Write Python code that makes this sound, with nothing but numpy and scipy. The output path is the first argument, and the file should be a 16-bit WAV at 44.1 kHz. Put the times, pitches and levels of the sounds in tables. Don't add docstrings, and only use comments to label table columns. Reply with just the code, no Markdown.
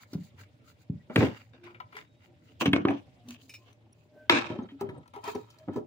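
import sys
import numpy as np
from scipy import signal
from scipy.io import wavfile

SR = 44100
rng = np.random.default_rng(int(sys.argv[2]) if len(sys.argv) > 2 else 0)


def volts(x):
    e = np.asarray(x, float) / 20
    return 10 ** e


def dump_mix(stems):
    frames = np.atleast_2d(stems).T
    limited = np.clip(frames, -1, 1)
    pcm = np.round(limited * 32767).astype(np.int16)
    wavfile.write(sys.argv[1], SR, pcm)


N = 258426

BAND_EDGES_HZ = 30 * 2 ** np.arange(0, 9.6, .5)
# (f/Hz, level/dB per Hz)
AIR_COLOUR = [(18, -65), (30, -21.5), (108, 3), (146, -9.5), (162, -16), (250, -9.5), (323, -29),
              (397, -35.5), (439, -26.5), (597, -22.5), (854, -32.5), (2840, -28.5), (5110, -39),
              (10200, -50.5), (13500, -64)]
AIR_DB = -60.5
# (f/Hz, width/Hz of each of two resonances in a row, rms level/dB)
HUM_LINES = [(113, 4.3, -64.5), (293, 19, -80.5), (590, 36, -77)]
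# (f/Hz, correlation)
STEREO_LIKENESS = [(60, 1), (250, 0.71), (600, -0.83), (1200, -0.76), (3000, 0.18), (9000, -0.066)]
# (f/Hz, width/Hz, level/dB)
BOX_MODES = [(113, 43, 1), (161, 19, -13), (239, 77, 3), (280, 71, 4.5), (350, 41, 0.5), (420, 37, -2.5),
             (482, 120, -8.5), (629, 17, 0), (762, 6.3, -7)]
# (f/Hz, width/Hz, level/dB)
STICK_MODES = [(794, 220, -14), (1010, 53, -7), (1330, 150, -7.5), (1580, 170, -8), (2010, 350, -8),
               (2375, 150, -6), (2800, 164, -12), (3460, 300, -17.5), (3680, 28, -11), (4750, 40, -20.5),
               (4700, 170, -18.5), (6400, 72, -15)]
CUP_MODES = [(672, 39, 5.5), (1100, 138, -2), (1785, 370, -11), (2145, 23, -9), (2170, 73, -5),
             (2583, 310, -2.5), (3070, 430, -2), (4600, 53, -33), (5260, 55, -32), (6050, 110, -2.5)]
DISH_MODES = [(670, 40, -6), (802, 30, 1), (955, 60, 0), (1320, 45, 0), (1720, 80, -13), (1930, 70, -11),
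              (2170, 90, -14), (2500, 80, -13), (3140, 60, -7), (3830, 60, -12), (4470, 60, -22),
              (5400, 50, -19)]
TOYS = (STICK_MODES, CUP_MODES, DISH_MODES)
CUP_LANDS_S, DISH_LANDS_S = 2.59, 4.29
# (start t/s, hold t/s, wall rumble level/dB, scuffing level/dB, fall/dB per s of the scuffing)
TUMBLES_ON = [(0.128, 0.0065, -43.5, -77, 268), (0.923, 0.019, -85, -101, 314),
              (1.098, 0.0045, -35, -54, 319), (1.157, 0.075, -18, -32, 250),
              (1.531, 0.023, -66, -58.5, 295), (1.633, 0.017, -59, -46.5, 245),
              (2.614, 0.0073, -20, -32.5, 495), (2.656, .006, -16, -26, 480), (2.732, .035, -28, -35, 335),
              (2.871, 0.036, -24.5, -46, 343), (4.295, 0.05, -20, -18, 170), (4.498, 0.054, -38, -55, 303),
              (4.575, 0.048, -40, -65, 292), (4.822, 0.021, -38.5, -62, 300),
              (4.855, 0.13, -50, -69.5, 250), (5.133, 0.023, -63, -54, 349),
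              (5.236, 0.051, -57.5, -48, 402), (5.346, 0.015, -35, -53.5, 308),
              (5.673, 0.017, -36.5, -71, 295), (5.759, 0.0047, -28, -59.5, 322)]
TUMBLE_ATTACK_S, RUMBLE_FALLS_FASTER = 0.0054, 1.2
TUMBLE_RUSTLE_DB = -41.5
# (middle t/s, length/s, scuffing level/dB, fine rustle level/dB)
BRUSHES = [(0.023, 0.043, -61, -66.5), (0.138, 0.096, -72, -68), (0.244, 0.086, -65, -65.5),
           (0.415, 0.055, -57.5, -63), (0.69, 0.061, -63.5, -59.5), (0.812, 0.046, -75, -69),
           (1.033, 0.035, -78, -86), (1.216, 0.1, -50, -47), (1.373, 0.14, -58, -67),
           (1.727, 0.048, -71, -93), (1.982, 0.096, -50, -67.5), (2.245, 0.063, -61.5, -75),
           (2.482, 0.11, -70, -75.5), (2.616, 0.02, -30, -40.5), (2.984, 0.068, -60, -82),
           (3.323, 0.069, -54, -63), (3.432, 0.096, -69, -71), (3.527, 0.15, -93, -65),
           (3.687, .1, -64.5, -79.5), (3.998, 0.12, -82, -80), (4.715, 0.07, -65.5, -83.5),
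           (4.815, 0.029, -49, -76), (4.984, 0.015, -74, -78), (5.291, 0.084, -45.5, -52.5),
           (5.393, 0.07, -63, -68.5), (5.511, 0.24, -62, -75.5), (5.752, 0.066, -60.5, -76.5)]
# level/dB of rumble, scuffing, rustle
RESTING_LEVELS = (-66.5, -84, -95.5)
# (low f/Hz, high f/Hz)
RUMBLE_BANDS = [(80, 800), (120, 900), (100, 600)]
SLAP = 0.36
PLAIN_SCRATCH = (.04, .05, .02)
# (f/Hz, level/dB per Hz)
CLATTER_COLOUR = [(700, 5.5), (1200, 14), (2200, 15.5), (3500, 2.5), (5200, -15.5), (7500, -42.5)]
HARD_DB = -35
# (f/Hz, level/dB per Hz)
RUSTLE_COLOUR = [(2350, -31), (4000, -1), (4160, -4.5), (5250, 2.5), (8890, -12), (10600, -10.5),
                 (13000, -21)]
# (t/s, peak level/dB of the part at 600-4000 Hz, struck face f/Hz,
# crack level/dB re that peak before a common 13.5 dB lift, chatter t60/s before limits of 0.003 and 0.3)
PLASTIC_KNOCKS = [(0.015, -68, 2010, -22, .02), (0.032, -44.5, 2010, -20, 0.019),
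                  (0.132, -45.5, 1330, -4.5, 0.092), (0.434, -49.5, 2010, -33, 0.012),
                  (1.097, -43.5, 1360, -33, 0.29), (1.159, -7.5, 2800, -26.5, 0.031),
                  (1.204, -17.5, 1330, -37, 0.03), (1.228, -16.5, 2200, -30, 0.022),
                  (1.25, -27.5, 1180, -22, 0.12), (1.639, -49, 2000, -17, 0.055),
                  (1.669, -44, 1000, -33, 0.2), (1.744, -43, 2200, -35, 0.11),
                  (1.801, -30, 1010, -36, 0.058), (1.924, -42, 1000, -30, 0.26),
                  (1.952, -41, 2820, -27, 0.027), (1.965, -32, 1050, -23, 0.088),
                  (2.601, -34, 2660, -18, 0.18), (2.61, -20.5, 1110, -25, 0.11),
                  (2.656, -13.5, 1790, -26, 0.071), (2.7313, -7, 1680, -29, .035),
                  (2.761, -15, 1400, -48, .02), (2.851, -13.5, 1100, -43, .035),
                  (2.884, -17.5, 1785, -40, 0.027), (2.905, -23.5, 820, -33, 0.034),
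                  (2.98, -51.5, 2900, -44, 0.054), (3.285, -41, 2220, -12, 0.048),
                  (3.3065, -36, 2200, -12, .02), (3.341, -49, 2280, -12, .03),
                  (3.729, -59, 3130, -10, .015), (4.2967, 2.5, 3200, -34, .025),
                  (4.5, -44.5, 780, -24.5, 0.037), (4.586, -38.5, 775, -40, 0.087),
                  (4.687, -46, 2650, -38, 0.13), (4.809, -31, 870, -18.5, 0.049),
                  (4.889, -39, 2170, -29, 0.053), (4.896, -41, 1320, -31, 0.071),
                  (4.94, -47.5, 1000, -36.5, 0.33), (5.031, -56, 1320, -40.5, .03),
                  (5.057, -50.5, 1320, -31, 0.034), (5.078, -51.5, 3140, -14.5, 0.017),
                  (5.137, -38.5, 955, -25, 0.18), (5.159, -38, 807, -28, 0.12),
                  (5.185, -43, 1010, -35, 0.042), (5.24, -33.5, 955, -14.5, 0.062),
                  (5.252, -36, 955, -32, 0.027), (5.277, -31, 1090, -21, 0.035),
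                  (5.35, -38, 835, -16.5, 0.059), (5.502, -65, 3080, 3.5, 0.069),
                  (5.586, -70, 1330, 8, 0.032), (5.683, -38.5, 1120, -39, 0.047),
                  (5.733, -49.5, 760, -21, 0.1), (5.76, -33.5, 760, -26.5, 0.11)]
FIRST_CONTACT, FIRST_CONTACT_S = 0.86, 0.0013
# (t/s, left-over-right level/dB)
TOY_POSITION = [(0, -2), (1.3, 0), (1.8, 6), (2.6, 1), (2.9, -1), (3.3, 4), (4.3, 1), (4.8, 0), (5.1, 7),
                (5.3, 2.5), (5.8, 0)]
LAG_S_PER_DB, TOY_LEAD_S = 3e-5, .00012
# (f/Hz, t60/s)
ROOM_DECAY = [(100, 0.2), (400, 0.18), (1500, 0.17), (4000, 0.057), (9000, 0.1)]
ROOM_DB = -9.5
# (t/s, peak level/dB, struck panel f/Hz, t60/s before limits of 0.008 and 0.16)
WALL_BLOWS = [(0.129, -35.5, 261, 0.067), (0.149, -21.5, 171, 0.084), (0.896, -19.5, 142, 0.032),
              (1.098, -31, 230, 0.092), (1.1633, -7, 510, 0.0057), (1.18, -7.5, 113, 0.057),
              (1.227, -9.5, 420, 0.0068), (1.946, -47.5, 425, 0.24), (2.609, -26.5, 330.6, 0.23),
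              (2.656, -15.5, 281, 0.13), (2.677, -9, 165, 0.021), (2.731, -7.5, 290, 0.084),
              (2.76, -11, 303.5, 0.0098), (2.849, -7, 321, 0.02), (2.884, -20, 283.2, 0.19),
              (2.904, -29, 322, 0.069), (4.296, -11, 348.6, 0.19), (4.5, -27.5, 270, 0.018),
              (4.586, -24, 235, 0.086), (4.718, -40.5, 275, 0.17), (4.809, -26.5, 395, 0.19),
              (4.893, -33, 376, 0.11), (5.162, -39.5, 416, 0.27), (5.274, -31.5, 420, 0.23),
              (5.351, -27.5, 420, 0.091), (5.682, -26, 293, 0.063), (5.755, -27.5, 341, 0.2),
              (5.769, -27.5, 421, 0.091)]
LONGEST_RING_S = .16
# (middle t/s, f/Hz, level/dB of the steady core,
# length/s)
SWELLING_TONES = [(0.407, 97.1, -43.5, 0.08), (1.012, 1940, -63, 0.021), (1.68, 350, -49.5, 0.12),
                  (2.125, 3770, -78, 0.27), (3.22, 717, -63, 0.073), (3.296, 242, -41, 0.083),
                  (3.462, 265, -59, 0.084), (3.64, 1043, -67.5, 0.08), (4.183, 611.6, -51, 0.13),
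                  (4.235, 1542, -61, 0.13), (3.932, 5670, -63, 0.0066), (3.93, 10200, -63.5, .008),
                  (4.633, 6400, -62, 0.0087), (4.982, 8570, -67, 0.011), (5.353, 4620, -52.5, 0.0075),
                  (5.622, 632, -54, 0.069)]
# (t/s, peak level/dB)
TINKLE_HITS = [(3.494, -40.5), (3.5385, -37.5), (4.299, -19.5)]
# (f/Hz, level/dB, t60/s)
TINKLE_MODES = [(2400, -1, .1), (2530, -4, .1), (2860, -8, .05), (3690, -8, .06), (5200, -6, .04),
                (5340, -2, .07), (6395, -10, .04), (8420, -10, .025), (10800, -13, .03)]


def rms_one(x):
    return x / np.sqrt(np.mean(x ** 2) + 1e-20)


def peak_one(x):
    return x / (np.abs(x).max(axis=-1, keepdims=True) + 1e-20)


def at_hz(points, hz):
    table = np.array(points)
    return np.interp(np.log(hz), np.log(table[:, 0]), table[:, 1])


def cut(x, hz, kind, order=2):
    return signal.sosfilt(signal.butter(order, hz, kind, fs=SR, output="sos"), x)


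def resonate(x, hz, width_hz):
    r = np.exp(-np.pi * np.asarray(max(width_hz, 1.)) / SR)
    poles = [1, -2 * r * np.cos(2 * np.pi * hz / SR), r * r]
    return signal.lfilter([(1 - r * r) / 2, 0, (r * r - 1) / 2], poles, x + 1e-18)


def ring_width_hz(t60):
    return np.log(1000) / (np.pi * t60)


def drift(rate_hz):
    r = np.exp(-80 * np.pi * rate_hz / SR)
    white = rng.standard_normal(N // 40 + 2002)
    slow = signal.lfilter([1], [1, -2 * r, r * r], white)[2000:]
    return np.interp(np.arange(N) / 40, np.arange(len(slow)), rms_one(slow))


def stereo_bands(count):
    white = rng.standard_normal((2, 2, count))
    for k, (low, high) in enumerate(zip(BAND_EDGES_HZ, BAND_EDGES_HZ[1:])):
        hz = np.sqrt(low * high)
        mid, side = cut(white[k % 2], [low, high], "band")
        alike = np.clip(at_hz(STEREO_LIKENESS, hz), -1, 1)
        yield hz, np.sqrt(1 + alike) * mid + np.sqrt(1 - alike) * side * [[1], [-1]]


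def coloured(x, colour, edges_hz):
    return sum(volts(at_hz(colour, np.sqrt(low * high))) * cut(x, [low, high], "band")
               for low, high in zip(edges_hz, edges_hz[1:]))


def background():
    together = drift(0.73)
    air = sum(volts(at_hz(AIR_COLOUR, hz) + 1.7 * together + 2.5 * drift(28)) * band
              for hz, band in stereo_bands(count=N))
    hum = 0
    for hz, width_hz, db in HUM_LINES:
        line = resonate(rng.standard_normal(N), hz, width_hz)
        hum = hum + volts(db) * rms_one(resonate(line, hz, width_hz))
    return volts(AIR_DB) * rms_one(air) + hum


def toy_in_play(s):
    return np.searchsorted([CUP_LANDS_S, DISH_LANDS_S], s)


def box(force, strength):
    return sum((-1) ** k * volts(db) * strength[k] * resonate(force, hz, width_hz)
               for k, (hz, width_hz, db) in enumerate(BOX_MODES))


def grains(per_s, spread_db):
    born = rng.random((3, N)) < per_s * volts(5.0 * drift(25)) / SR
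    size = volts(spread_db * np.minimum(rng.exponential(1, (3, N)), 5))
    g = born * size * rng.choice([-1, 1], (3, N))
    return g[:2] + 0.24 * g[2] * [[1], [-.4]]


def effort():
    t = np.arange(0, N + 32, 32) / SR
    s, hold, rumble_db, scuff_db, fall = np.transpose(TUMBLES_ON)[:, :, None]
    rise = np.clip((t - s) / TUMBLE_ATTACK_S, 0, 1)
    late = np.maximum(t - s - hold, 0)
    rumble = np.sum(rise * volts(rumble_db - RUMBLE_FALLS_FASTER * fall * late), axis=0)
    tumble = np.sum(rise * volts(scuff_db - fall * late), axis=0)
    s, length, scuff_db, rustle_db = np.transpose(BRUSHES)[:, :, None]
    swell = np.exp(-4 * ((t - s) / length) ** 2)
    scuff = tumble + np.sum(volts(scuff_db) * swell, axis=0)
    rustle = volts(TUMBLE_RUSTLE_DB) * tumble + np.sum(volts(rustle_db) * swell, axis=0)
    return [np.interp(np.arange(N) / SR, t, gain + volts(db))
            for gain, db in zip((rumble, scuff, rustle), RESTING_LEVELS)]


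def wall_rumble(now):
    pressed = [volts(3 * drift(4)) for mode in BOX_MODES]
    bumps = grains(600, 2.5)
    shared = bumps.sum(axis=0)
    ringing = box(shared + 1.2 * bumps, pressed)
    slap = cut(shared + bumps, [380, 1000], "band")
    walls = rms_one(ringing) + SLAP * rms_one(slap)
    return sum((now == k) * rms_one(cut(walls, band, "band")) for k, band in enumerate(RUMBLE_BANDS))


def toy_scuff(now):
    rub = grains(1200, 4.2)
    facing_db = [3.5 * drift(5) for mode in DISH_MODES]
    scuff = np.zeros((2, N))
    for number, (toy, scratch) in enumerate(zip(TOYS, PLAIN_SCRATCH)):
        held = now == number
        rings = scratch * rub[:, held]
        for k, (hz, width_hz, db) in enumerate(toy):
            gain = (-1) ** k * volts(db + facing_db[k][held])
            rings = rings + gain * resonate(rub[:, held], hz, width_hz)
        scuff[:, held] = rms_one(cut(cut(rings, 720, "high", order=4), 4800, "low", order=3))
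    return scuff


def handling():
    rumbling, scuffing, rustling = effort()
    now = toy_in_play(np.arange(N) / SR)
    rumble = wall_rumble(now)
    scuff = toy_scuff(now)
    clatter = coloured(grains(3000, 3.2), CLATTER_COLOUR, BAND_EDGES_HZ[9:17])
    clatter = rms_one(cut(clatter, 8300, "low", order=4))
    hard = scuffing / (scuffing + volts(HARD_DB))
    scuff = np.sqrt(1 - hard) * scuff + np.sqrt(hard) * clatter
    rustle = coloured(grains(4800, 0.86), RUSTLE_COLOUR, BAND_EDGES_HZ[14:-1])
    return rumbling * rms_one(rumble) + scuffing * scuff + rustling * rms_one(rustle)


def place(times, sounds, pan_db, lead_s=0):
    out = np.zeros((2, N + SR))
    for s, sound, pan in zip(times, sounds, pan_db):
        for side, sign in enumerate((1, -1)):
            arrival_s = s - sign * (pan * LAG_S_PER_DB + lead_s) / 2
            at = max(round(arrival_s * SR), 0)
            out[side, at:at + len(sound)] += volts(sign * pan / 2) * sound
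    return out[:, :N]


def knocks():
    s, peak_db, face_hz, crack_db, t60 = np.transpose(PLASTIC_KNOCKS)[:, :, None]
    t = np.arange(SR // 5) / SR
    chatter = rng.standard_normal((len(s), len(t)))
    chatter = chatter * volts(-60 * t / np.clip(t60, .003, .3)) * (1 - np.exp(-t / 0.00054))
    chatter = chatter * volts(3 * np.minimum(rng.exponential(1, chatter.shape), 5))
    chatter = chatter * (1 + FIRST_CONTACT * np.exp(-t / FIRST_CONTACT_S))
    chance_db = 2 * rng.standard_normal((len(s), len(DISH_MODES)))
    body = (0.022 + 0.044 / (1 + volts(-16.5 - peak_db))) * chatter
    for number, toy in enumerate(TOYS):
        hit = toy_in_play(s[:, 0]) == number
        for k, (hz, width_hz, db) in enumerate(toy):
            near_db = -11 * np.abs(np.log2(hz / face_hz[hit]))
            gain = (-1) ** k * volts(db + near_db + chance_db[hit, k:k + 1])
            body[hit] += gain * resonate(chatter[hit], hz, width_hz)
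    low = peak_one(cut(body, [600, 4000], "band", order=3))
    crack = peak_one(cut(body, [4000, 7000], "band"))
    crack = crack + volts(-5.5) * peak_one(cut(chatter, [6000, 10500], "band"))
    crack = crack + volts(-12) * peak_one(cut(chatter, 11000, "high"))
    sounds = volts(peak_db) * (low + volts(crack_db + 13.5) * crack)
    pan_db = np.interp(s[:, 0], *np.transpose(TOY_POSITION))
    return place(s[:, 0], sounds, pan_db, TOY_LEAD_S)


def room(x):
    t = np.arange(SR // 2) / SR
    tail = sum(band * volts(-60 * t / at_hz(ROOM_DECAY, hz)) for hz, band in stereo_bands(count=len(t)))
    tail = tail * (1 - np.exp(-t / 0.02))
    tail = tail / np.sqrt(np.sum(tail ** 2) / 2)
    return signal.fftconvolve(x.mean(axis=0)[None], tail, axes=1)[:, :N]


def thuds():
    s, peak_db, panel_hz, t60 = np.transpose(WALL_BLOWS)
    t = np.arange(SR // 2) / SR
    shudder = cut(rng.standard_normal((len(s), len(t))), 660, "low", order=4)
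    shudder = shudder * volts(-60 * t / 0.031) * (1 - np.exp(-t / 0.0022))
    push = np.sin(np.pi * np.clip(t / .003, 0, 1)) ** 2 + .6 * shudder
    octaves_away = np.abs(np.log2(np.array(BOX_MODES)[:, 0] / panel_hz[:, None]))
    strength = volts(4.0 * rng.standard_normal((len(s), len(BOX_MODES))) - 6 * octaves_away)
    rest = peak_one(box(push, strength.T[:, :, None]))
    panel = [resonate(p, hz, ring_width_hz(np.clip(ring_s, .008, LONGEST_RING_S)))
             for p, hz, ring_s in zip(push, panel_hz, t60)]
    sounds = peak_one(peak_one(np.array(panel)) + volts(-12.5) * rest)
    return place(s + 0.0015, volts(peak_db)[:, None] * sounds, 0.2 + 0 * s)


def tones():
    t, white = np.arange(N) / SR, rng.standard_normal(N)
    out = np.zeros(N)
    for s, hz, db, length in SWELLING_TONES:
        swell = np.exp(-4 * ((t - s) / length) ** 2)
        core = np.sin(2 * np.pi * hz * t)
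        waver = rms_one(resonate(white, hz, 12 + .012 * hz))
        out += volts(db) * swell * (core + .35 * waver)
    return out


def tinkles():
    s, peak_db = np.transpose(TINKLE_HITS)
    t = np.arange(SR // 3) / SR
    tick = rng.standard_normal((len(s), len(t))) * volts(-60 * t / 0.06)
    rings = sum(volts(db) * peak_one(resonate(tick, hz, ring_width_hz(t60))) for hz, db, t60 in TINKLE_MODES)
    return place(s, volts(peak_db)[:, None] * peak_one(rings), 1.0 + 0 * s)


def scene():
    blows = knocks() + thuds() + tinkles()
    return blows + volts(ROOM_DB) * room(blows) + handling() + tones() + background()


def top_cut(x):
    return signal.sosfilt(signal.butter(12, 16790, fs=SR, output="sos"), x)


def record(dry, knee_db=-20, ratio=0.34, release_db_per_s=150):
    fall = release_db_per_s * np.arange(N) / SR
    level = 20 * np.log10(np.abs(dry).max(axis=0) + 1e-9)
    held = np.maximum.accumulate(level + fall) - fall
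    r = np.exp(-1 / (0.0012 * SR))
    duck_db = signal.lfilter([1 - r], [1, -r], -ratio * np.maximum(held - knee_db, 0))
    x = dry * volts(duck_db)
    x = cut(x, 88, "high", order=4) + volts(-19) * cut(x, 60, "low")
    x = x + volts(16.5) * resonate(x, 15200, 630)
    x = signal.sosfilt(signal.cheby2(10, 30, 16300, fs=SR, output="sos"), x)
    return top_cut(x)


dry = scene()
out = record(dry)
dump_mix(out)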